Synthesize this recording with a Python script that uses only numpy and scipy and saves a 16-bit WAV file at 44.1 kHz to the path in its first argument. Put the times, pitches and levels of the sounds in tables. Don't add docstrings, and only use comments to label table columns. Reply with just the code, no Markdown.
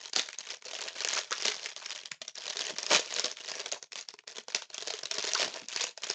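import sys
import numpy as np
from scipy import signal
from scipy.fft import rfft, irfft
from scipy.io import wavfile
from scipy.ndimage import uniform_filter1d

SR = 44100
rng = np.random.default_rng(int(sys.argv[2]) if len(sys.argv) > 2 else 0)


def generate_wav(sig):
    pcm = np.round(np.clip(np.atleast_2d(sig).T, -1, 1) * 32767).astype(np.int16)
    wavfile.write(sys.argv[1], SR, pcm)


N = 270774
TIME = np.arange(N) / SR


def from_db(db):
    return 10 ** (np.asarray(db) / 20)


def rms_one(x):
    return x / np.sqrt(np.mean(x ** 2) + 1e-20)


def add(out, s, sound):
    start = int(np.clip(round(s * SR), 0, N - 1))
    out[start:start + len(sound)] += sound[:N - start]


def resonance(x, hz, width_hz):
    r = np.exp(-np.pi * width_hz / SR)
    top = np.array([1, 0, -1]) * (1 - r * r) / 2
    bottom = [1, -2 * r * np.cos(2 * np.pi * hz / SR), r * r]
    return signal.lfilter(top, bottom, x + 1e-18)


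def coloured(x, spectrum, size=4096):
    hz, db = np.transpose(spectrum)
    log_hz = np.log(np.fft.rfftfreq(size, 1 / SR) + 1)
    gain = from_db(np.interp(log_hz, np.log(hz), db))
    cepstrum = irfft(np.log(gain))[:size // 2]
    cepstrum[0] /= 2
    response = irfft(np.exp(rfft(2 * cepstrum, size)))
    return signal.fftconvolve(x, response)[:len(x)]


def local_rms(x, span_s):
    width = max(int(span_s * SR), 1)
    power = uniform_filter1d(uniform_filter1d(x * x, width), width)
    return np.sqrt(np.abs(power) + 1e-14)


def wander(span_s):
    width = max(int(span_s * SR), 1)
    return rms_one(uniform_filter1d(uniform_filter1d(rng.standard_normal(N), width), width))


# pitch_hz, gain_db (only the shape counts)
HISS_TONE = [(100, 8.5), (500, -11), (8000, -11)]


def hiss(level_db=-65.5):
    return from_db(level_db) * rms_one(coloured(rng.standard_normal(N), HISS_TONE))


# delay_s, gain_db
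ECHOES = [(0.0078, -15), (0.0106, -19.5)]


def room(x, t60_s=0.32, tail_db=-7, first_s=0.0028, count=16):
    out, t, step = x.copy(), TIME[:SR // 2], N // count + 1
    for s, db in ECHOES:
        add(out, s, from_db(db) * x)
    fade = from_db(-60 * t / t60_s) * (1 - np.exp(-(t / first_s) ** 2))
    padded = np.pad(x, (step, 2 * step))
    window = np.sqrt(signal.windows.hann(2 * step))
    tails = np.zeros(len(padded) + len(t))
    for start in range(0, N + step, step):
        tail = fade * rng.standard_normal(len(t)) / np.sqrt(np.sum(fade ** 2))
        heard = signal.fftconvolve(padded[start:start + 2 * step] * window, tail)
        tails[start:start + len(heard)] += heard
    return out + from_db(tail_db) * tails[step:step + N]


# loudest_s, level_db, pitch_hz
FINGER_BUMPS = [(0.169, -38.5, 226), (0.533, -46.5, 493), (0.661, -45.5, 514), (2.719, -48, 290),
                (2.726, -43.5, 185), (2.946, -39, 150), (3.242, -37.5, 480), (5.412, -44, 275),
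                (5.456, -40, 169), (5.624, -46.5, 198)]


def bumps(rise_s=0.0076, width_hz=125):
    out, t = np.zeros(N), TIME[:SR // 8]
    for s, db, hz in FINGER_BUMPS:
        push = rng.standard_normal(len(t)) * t * np.exp(-t / rise_s)
        thud = resonance(resonance(push, hz, width_hz), hz, width_hz)
        add(out, s - rise_s, from_db(db) * thud / np.abs(thud).max())
    return out


# start_s, level_db, pitch_hz
WALL_POPS = [(0.163, -33.5, 730), (1.168, -26.5, 1200), (1.317, -24.5, 1380), (1.329, -36.5, 1740),
             (1.817, -40, 1070), (2.95, -25, 1130), (3.761, -41.5, 740), (5.351, -26, 1160)]


def flexes(ring_s=0.013, width_hz=450):
    out, t = np.zeros(N), TIME[:SR // 16]
    for s, db, hz in WALL_POPS:
        push = rng.standard_normal(len(t)) * np.exp(-t / ring_s)
        pop = resonance(resonance(push, hz, width_hz), hz, 2 * width_hz)
        add(out, s, from_db(db) * pop / np.abs(pop).max())
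    return out


# pitch_hz, width_hz, gain_db
PACK_NOTES = [(150, 39, -15), (231.6, 24, -10), (426.5, 28, 2.5), (472, 110, 3), (621, 91, 7.5),
              (800, 1100, -10.5), (930, 180, -11), (1405, 60, -15.5)]


def pack(push, uneven_db=0):
    touch_db = uneven_db * rng.standard_normal(len(PACK_NOTES))
    return sum(from_db(db + extra) * resonance(push, hz, width)
               for extra, (hz, width, db) in zip(touch_db, PACK_NOTES))


def audible(x):
    return signal.sosfilt(signal.butter(6, 8000, fs=SR, output="sos"), x)


def dispersed(x, travel_s):
    hz = np.fft.rfftfreq(len(x), 1 / SR)
    delay_phase = np.exp(-4j * np.pi * travel_s * np.sqrt(4000 * hz))
    return irfft(rfft(x) * delay_phase, len(x))


GRIP_DB_PER_S, SWELL_DB, RELEASE_DB_PER_S = 912.5, 6, 254
UNREST_DB, UNREST_DB_PER_S = -22, 328.5
LEAD_S = 0.0033


def effort_db():
    swells = []
    for s, length, db, _ in SQUEEZES:
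        tightening = SWELL_DB * np.clip((TIME - s) / length - 1, -1, 0)
        before = GRIP_DB_PER_S * np.maximum(s - TIME, 0)
        after = RELEASE_DB_PER_S * np.maximum(TIME - s - length, 0)
        swells.append(db + tightening - before - after)
    power = from_db(np.max(swells, axis=0)) ** 2
    for s, db, _, _ in TIMED_SNAPS:
        unrest_db = db + UNREST_DB - UNREST_DB_PER_S * TIME[:SR // 5]
        add(power, s - LEAD_S, from_db(unrest_db) ** 2)
    return 10 * np.log10(power + 1e-12)


# start_s, length_s, tightest_crackle_level_db, pack_answer_db (relative to the crackle level)
SQUEEZES = [(0.0, 0.057, -42, -14.5), (0.156, 0.036, -30, -37), (0.238, 0.11, -50, -16),
            (0.4, 0.14, -41.5, -21.5), (0.654, 0.23, -39, -8), (0.954, 0.23, -32, -12.5),
            (1.214, 0.088, -45, -21), (1.367, 0.14, -31.5, -16.5), (1.529, 0.17, -39, -14.5),
            (1.764, .225, -41.5, -15), (2.38, 0.31, -36, -14.5), (2.764, 0.095, -38, -9),
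            (2.904, 0.042, -20, -9.5), (3.04, 0.23, -36.5, -10), (3.382, 0.22, -39, -15.5),
            (3.591, 0.069, -44.5, -2.5), (3.963, 0.029, -42, -18.5), (4.282, 0.11, -46, -7.5),
            (4.489, 0.039, -46, -17.5), (4.733, 0.23, -42, -12), (5.113, 0.19, -34.5, -9),
            (5.349, 0.071, -28.5, -19), (5.451, 0.017, -37, -3), (5.488, .11, -40.5, -5),
            (5.703, 0.13, -33.5, -21), (6.028, 0.25, -36, -9.5)]
# pitch_hz, gain_db
FILM_TONE = [(300, -39.5), (800, -2.5), (1300, -5.5), (1800, -1.5), (2500, -0.5), (4800, -1), (6500, -3),
             (8000, -12)]


def crackle(effort, per_s=430, rate_growth=0.54, spread_db=1.5, facet_q=17.4, crack=0.22, rub_db=-27,
            even_s=0.097, travel_s=0.0008236, knock_share=.17, clump_db=2.0, clump_s=0.0047,
            contact_db=5.0, contact_s=.014, film_db=-6.0, pack_db=-5.5, count=24):
    s, length, _, answer_db = np.transpose(SQUEEZES)
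    level = from_db(effort)
    born = rng.random(N) < per_s * (level / level.mean()) ** rate_growth / SR
    size_db = spread_db * np.minimum(rng.exponential(1, N), 4)
    clicks = born * rng.choice([-1, 1], N) * from_db(size_db)
    rub = from_db(rub_db) * rng.standard_normal(N)
    dealt = rng.integers(0, count, N)
    facets = np.geomspace(1200, 7200, count)
    film = sum(resonance(clicks * (dealt == k), hz, hz / facet_q) for k, hz in enumerate(facets))
    film = coloured(audible(dispersed(film + crack * (clicks + rub), travel_s)), FILM_TONE)
    hollow = pack(clicks * (rng.random(N) < knock_share) + rub)
    answer = from_db(np.interp(TIME, s + length / 2, answer_db) + pack_db)
    clumps = from_db(film_db + clump_db * wander(clump_s))
    contact = from_db(contact_db * wander(contact_s))
    even_film = film / local_rms(film, even_s)
    even_hollow = hollow / local_rms(hollow, even_s)
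    return level * (clumps * even_film + contact * answer * even_hollow)


def small_snaps(effort, per_s=40, above_crackle_db=14.5, spread_db=2.5, top_db=-18.5,
                facet_hz=3880, facet_spread_octaves=0.5, answer_db=-22.5):
    born = np.flatnonzero(rng.random(N) < per_s / SR)
    size, facet = rng.standard_normal((N, 2))[born].T
    db = np.minimum(effort[born] + above_crackle_db, top_db) + spread_db * size
    hz = np.clip(facet_hz * 2 ** (facet_spread_octaves * facet), 1200, 7200)
    return np.column_stack([born / SR, db, hz, db + answer_db])


# start_s, level_db, facet_pitch_hz, pack_answer_level_db
TIMED_SNAPS = [(0.097, -34, 7040, -65), (0.1332, -17, 4520, -44), (0.1617, -8, 4200, -31.5),
               (0.1944, -10.5, 3480, -37.5), (0.2881, -23, 2300, -48.5), (0.3299, -26, 2410, -64),
               (0.3857, -18.5, 6400, -53), (0.503, -21.5, 5030, -59), (0.5195, -28, 4000, -45.5),
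               (0.6225, -34, 2330, -53), (0.7333, -28, 3500, -40), (0.8076, -23, 4400, -62),
               (0.8842, -21, 4090, -53), (1.005, -18.5, 4440, -42.5), (1.0478, -11.5, 3490, -34.5),
               (1.0854, -13.5, 6180, -55), (1.1894, -20.5, 4800, -36), (1.3086, -22.5, 6570, -40.5),
               (1.3175, -20.5, 4820, -35), (1.326, -13.5, 3230, -49), (1.3808, -22.5, 5000, -49),
               (1.4542, -11, 4860, -31), (1.481, -10.5, 3250, -34), (1.5432, -23.5, 5130, -45.5),
               (1.6591, -17.5, 2540, -47), (1.7631, -23, 3130, -46), (1.8598, -21, 5540, -47),
               (1.9059, -21.5, 2420, -59), (2.0571, -22, 3880, -76), (2.1166, -19, 2350, -45),
               (2.2167, -21, 3200, -42), (2.2805, -21.5, 5770, -63), (2.3544, -26, 6030, -58),
               (2.42, -28, 3080, -62), (2.4788, -21.5, 3900, -40), (2.4993, -19.5, 5370, -50),
               (2.5694, -17.5, 3950, -46), (2.61, -16.5, 4030, -43), (2.7839, -16, 4900, -50),
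               (2.83, -17, 5500, -51), (2.8645, -15, 5320, -48), (2.9178, -12.5, 3350, -35.5),
               (2.9391, -16, 2600, -34), (2.9472, -10, 4530, -30), (2.9607, -10.5, 2430, -42),
               (2.9935, -21, 2470, -29), (3.1252, -29, 2440, -43), (3.1393, -18, 6950, -48),
               (3.1629, -15, 4430, -38.5), (3.1844, -17, 2470, -36), (3.1959, -11, 5200, -35),
               (3.2436, -12.5, 4230, -37.5), (3.3148, -21.5, 5550, -54), (3.3701, -26.5, 3330, -56),
               (3.4858, -22.5, 4820, -43), (3.5155, -20.5, 4960, -38.5), (3.6598, -20.5, 3400, -44),
               (3.7169, -18, 4510, -57), (3.7232, -15, 6740, -34.5), (3.8262, -25, 6100, -47.5),
               (3.9204, -26.5, 1970, -74), (3.93, -27, 5330, -71), (3.9564, -22.5, 2730, -40.5),
               (4.0103, -26, 6600, -61), (4.0868, -22, 5000, -44.5), (4.1391, -32.5, 5100, -44),
               (4.1889, -32, 2420, -54.5), (4.2373, -48, 2180, -53), (4.2776, -23.5, 3700, -49),
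               (4.3827, -23.5, 3090, -36.5), (4.4829, -25.5, 5100, -38.5), (4.5479, -10.5, 5080, -50),
               (4.565, -23.5, 5260, -61), (4.6204, -25, 3610, -43), (4.702, -30.5, 4330, -49.5),
               (4.7437, -22.5, 6370, -48), (4.7803, -19.5, 3240, -41.5), (4.8233, -21, 3980, -40),
               (4.8732, -20, 6250, -36), (4.8808, -19.5, 4200, -39.5), (4.9045, -17, 4390, -35),
               (4.9376, -19, 3350, -34.5), (4.9894, -23.5, 3950, -63), (5.0325, -20.5, 5300, -43.5),
               (5.0553, -17.5, 4000, -44), (5.1124, -13.5, 5230, -49.5), (5.1831, -16.5, 5070, -35.5),
               (5.225, -19, 5200, -45), (5.2899, -20, 4630, -44), (5.3342, -11, 5400, -39),
               (5.3487, -10.5, 4630, -34), (5.3766, -21, 4430, -42), (5.3973, -17, 4760, -32.5),
               (5.428, -17.5, 2520, -29.5), (5.685, -21, 6180, -67), (5.733, -27.5, 3800, -60),
               (5.7617, -12.5, 4560, -36.5), (5.8109, -20.5, 7000, -36), (5.8402, -14.5, 6490, -36),
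               (5.9756, -25, 4730, -42.5), (6.0347, -18, 2700, -42), (6.1, -13, 5130, -34.5)]
# pitch_hz, gain_db
SNAP_TONE = [(300, -11.5), (800, -6), (1500, 1.5), (4000, 2.5), (6800, 6.5), (8000, -2.5)]


def snaps(rows, buckle_s=0.00072, slips_db=-1, settle_s=0.034, settle_db=-28, grain_db=7,
          travel_s=0.000421, facet_width_hz=800, panel_hz=1700, panel_width_hz=450, panel_db=-5,
          crack_db=-11, push_s=0.0026, film_db=-13.5):
    out, t = np.zeros(N), TIME[:SR // 15]
    level_span = .003 * SR
    for s, db, hz, answer_db in rows:
        slips, jolt, tick_size = rng.standard_normal((3, len(t)))
        slowness, distance, panel_size, damping = np.exp(rng.normal(0, 0.428, 4))
        stage = t / (buckle_s * slowness)
        ticks = rms_one(slips * from_db(2 * grain_db * np.minimum(tick_size, 3)))
        settling = ticks * from_db(settle_db) * np.exp(-t / settle_s)
        flurry = slips * stage * np.exp(1 - stage) + settling
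        flip = rms_one(signal.unit_impulse(len(t))) + from_db(slips_db) * rms_one(flurry)
        flip = audible(dispersed(flip, travel_s * distance))
        facet = resonance(flip, hz, facet_width_hz * damping)
        panel = resonance(flip, panel_hz / panel_size, panel_width_hz * damping)
        rings = facet - from_db(panel_db) * panel
        film = coloured(rings + from_db(crack_db) * flip, SNAP_TONE, size=512)
        hollow = pack(audible(jolt * np.exp(-t / push_s)), uneven_db=10.5)
        both = from_db(db + film_db) * rms_one(film) + from_db(answer_db) * rms_one(hollow)
        add(out, s, np.sqrt(level_span / len(t)) * both)
    return out


def scene():
    effort = effort_db()
    creases = snaps(TIMED_SNAPS) + snaps(small_snaps(effort))
    handled = crackle(effort) + flexes() + bumps() + creases
    return (handled + room(handled) + hiss())[None]


def expander(x, threshold_db=-51, slope=1.02, depth_db=17, span_s=0.011):
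    level_db = 20 * np.log10(local_rms(x, span_s))
    return x * from_db(np.clip(slope * (level_db - threshold_db), -depth_db, 0))


# pitch_hz, gain_db
MICROPHONE_TONE = [(60, -33), (100, -20.5), (125, -10.5), (400, -5.5), (6800, -4), (7500, -5),
                   (8200, -10.5), (8900, -15.5), (9600, -44)]


def record(dry, cutoff_hz=9400):
    sound = expander(coloured(dry[0], MICROPHONE_TONE))
    band_edge = signal.ellip(10, .1, 80, cutoff_hz, fs=SR, output="sos")
    return signal.sosfilt(band_edge, sound)[None]


dry = scene()
out = record(dry)
generate_wav(out)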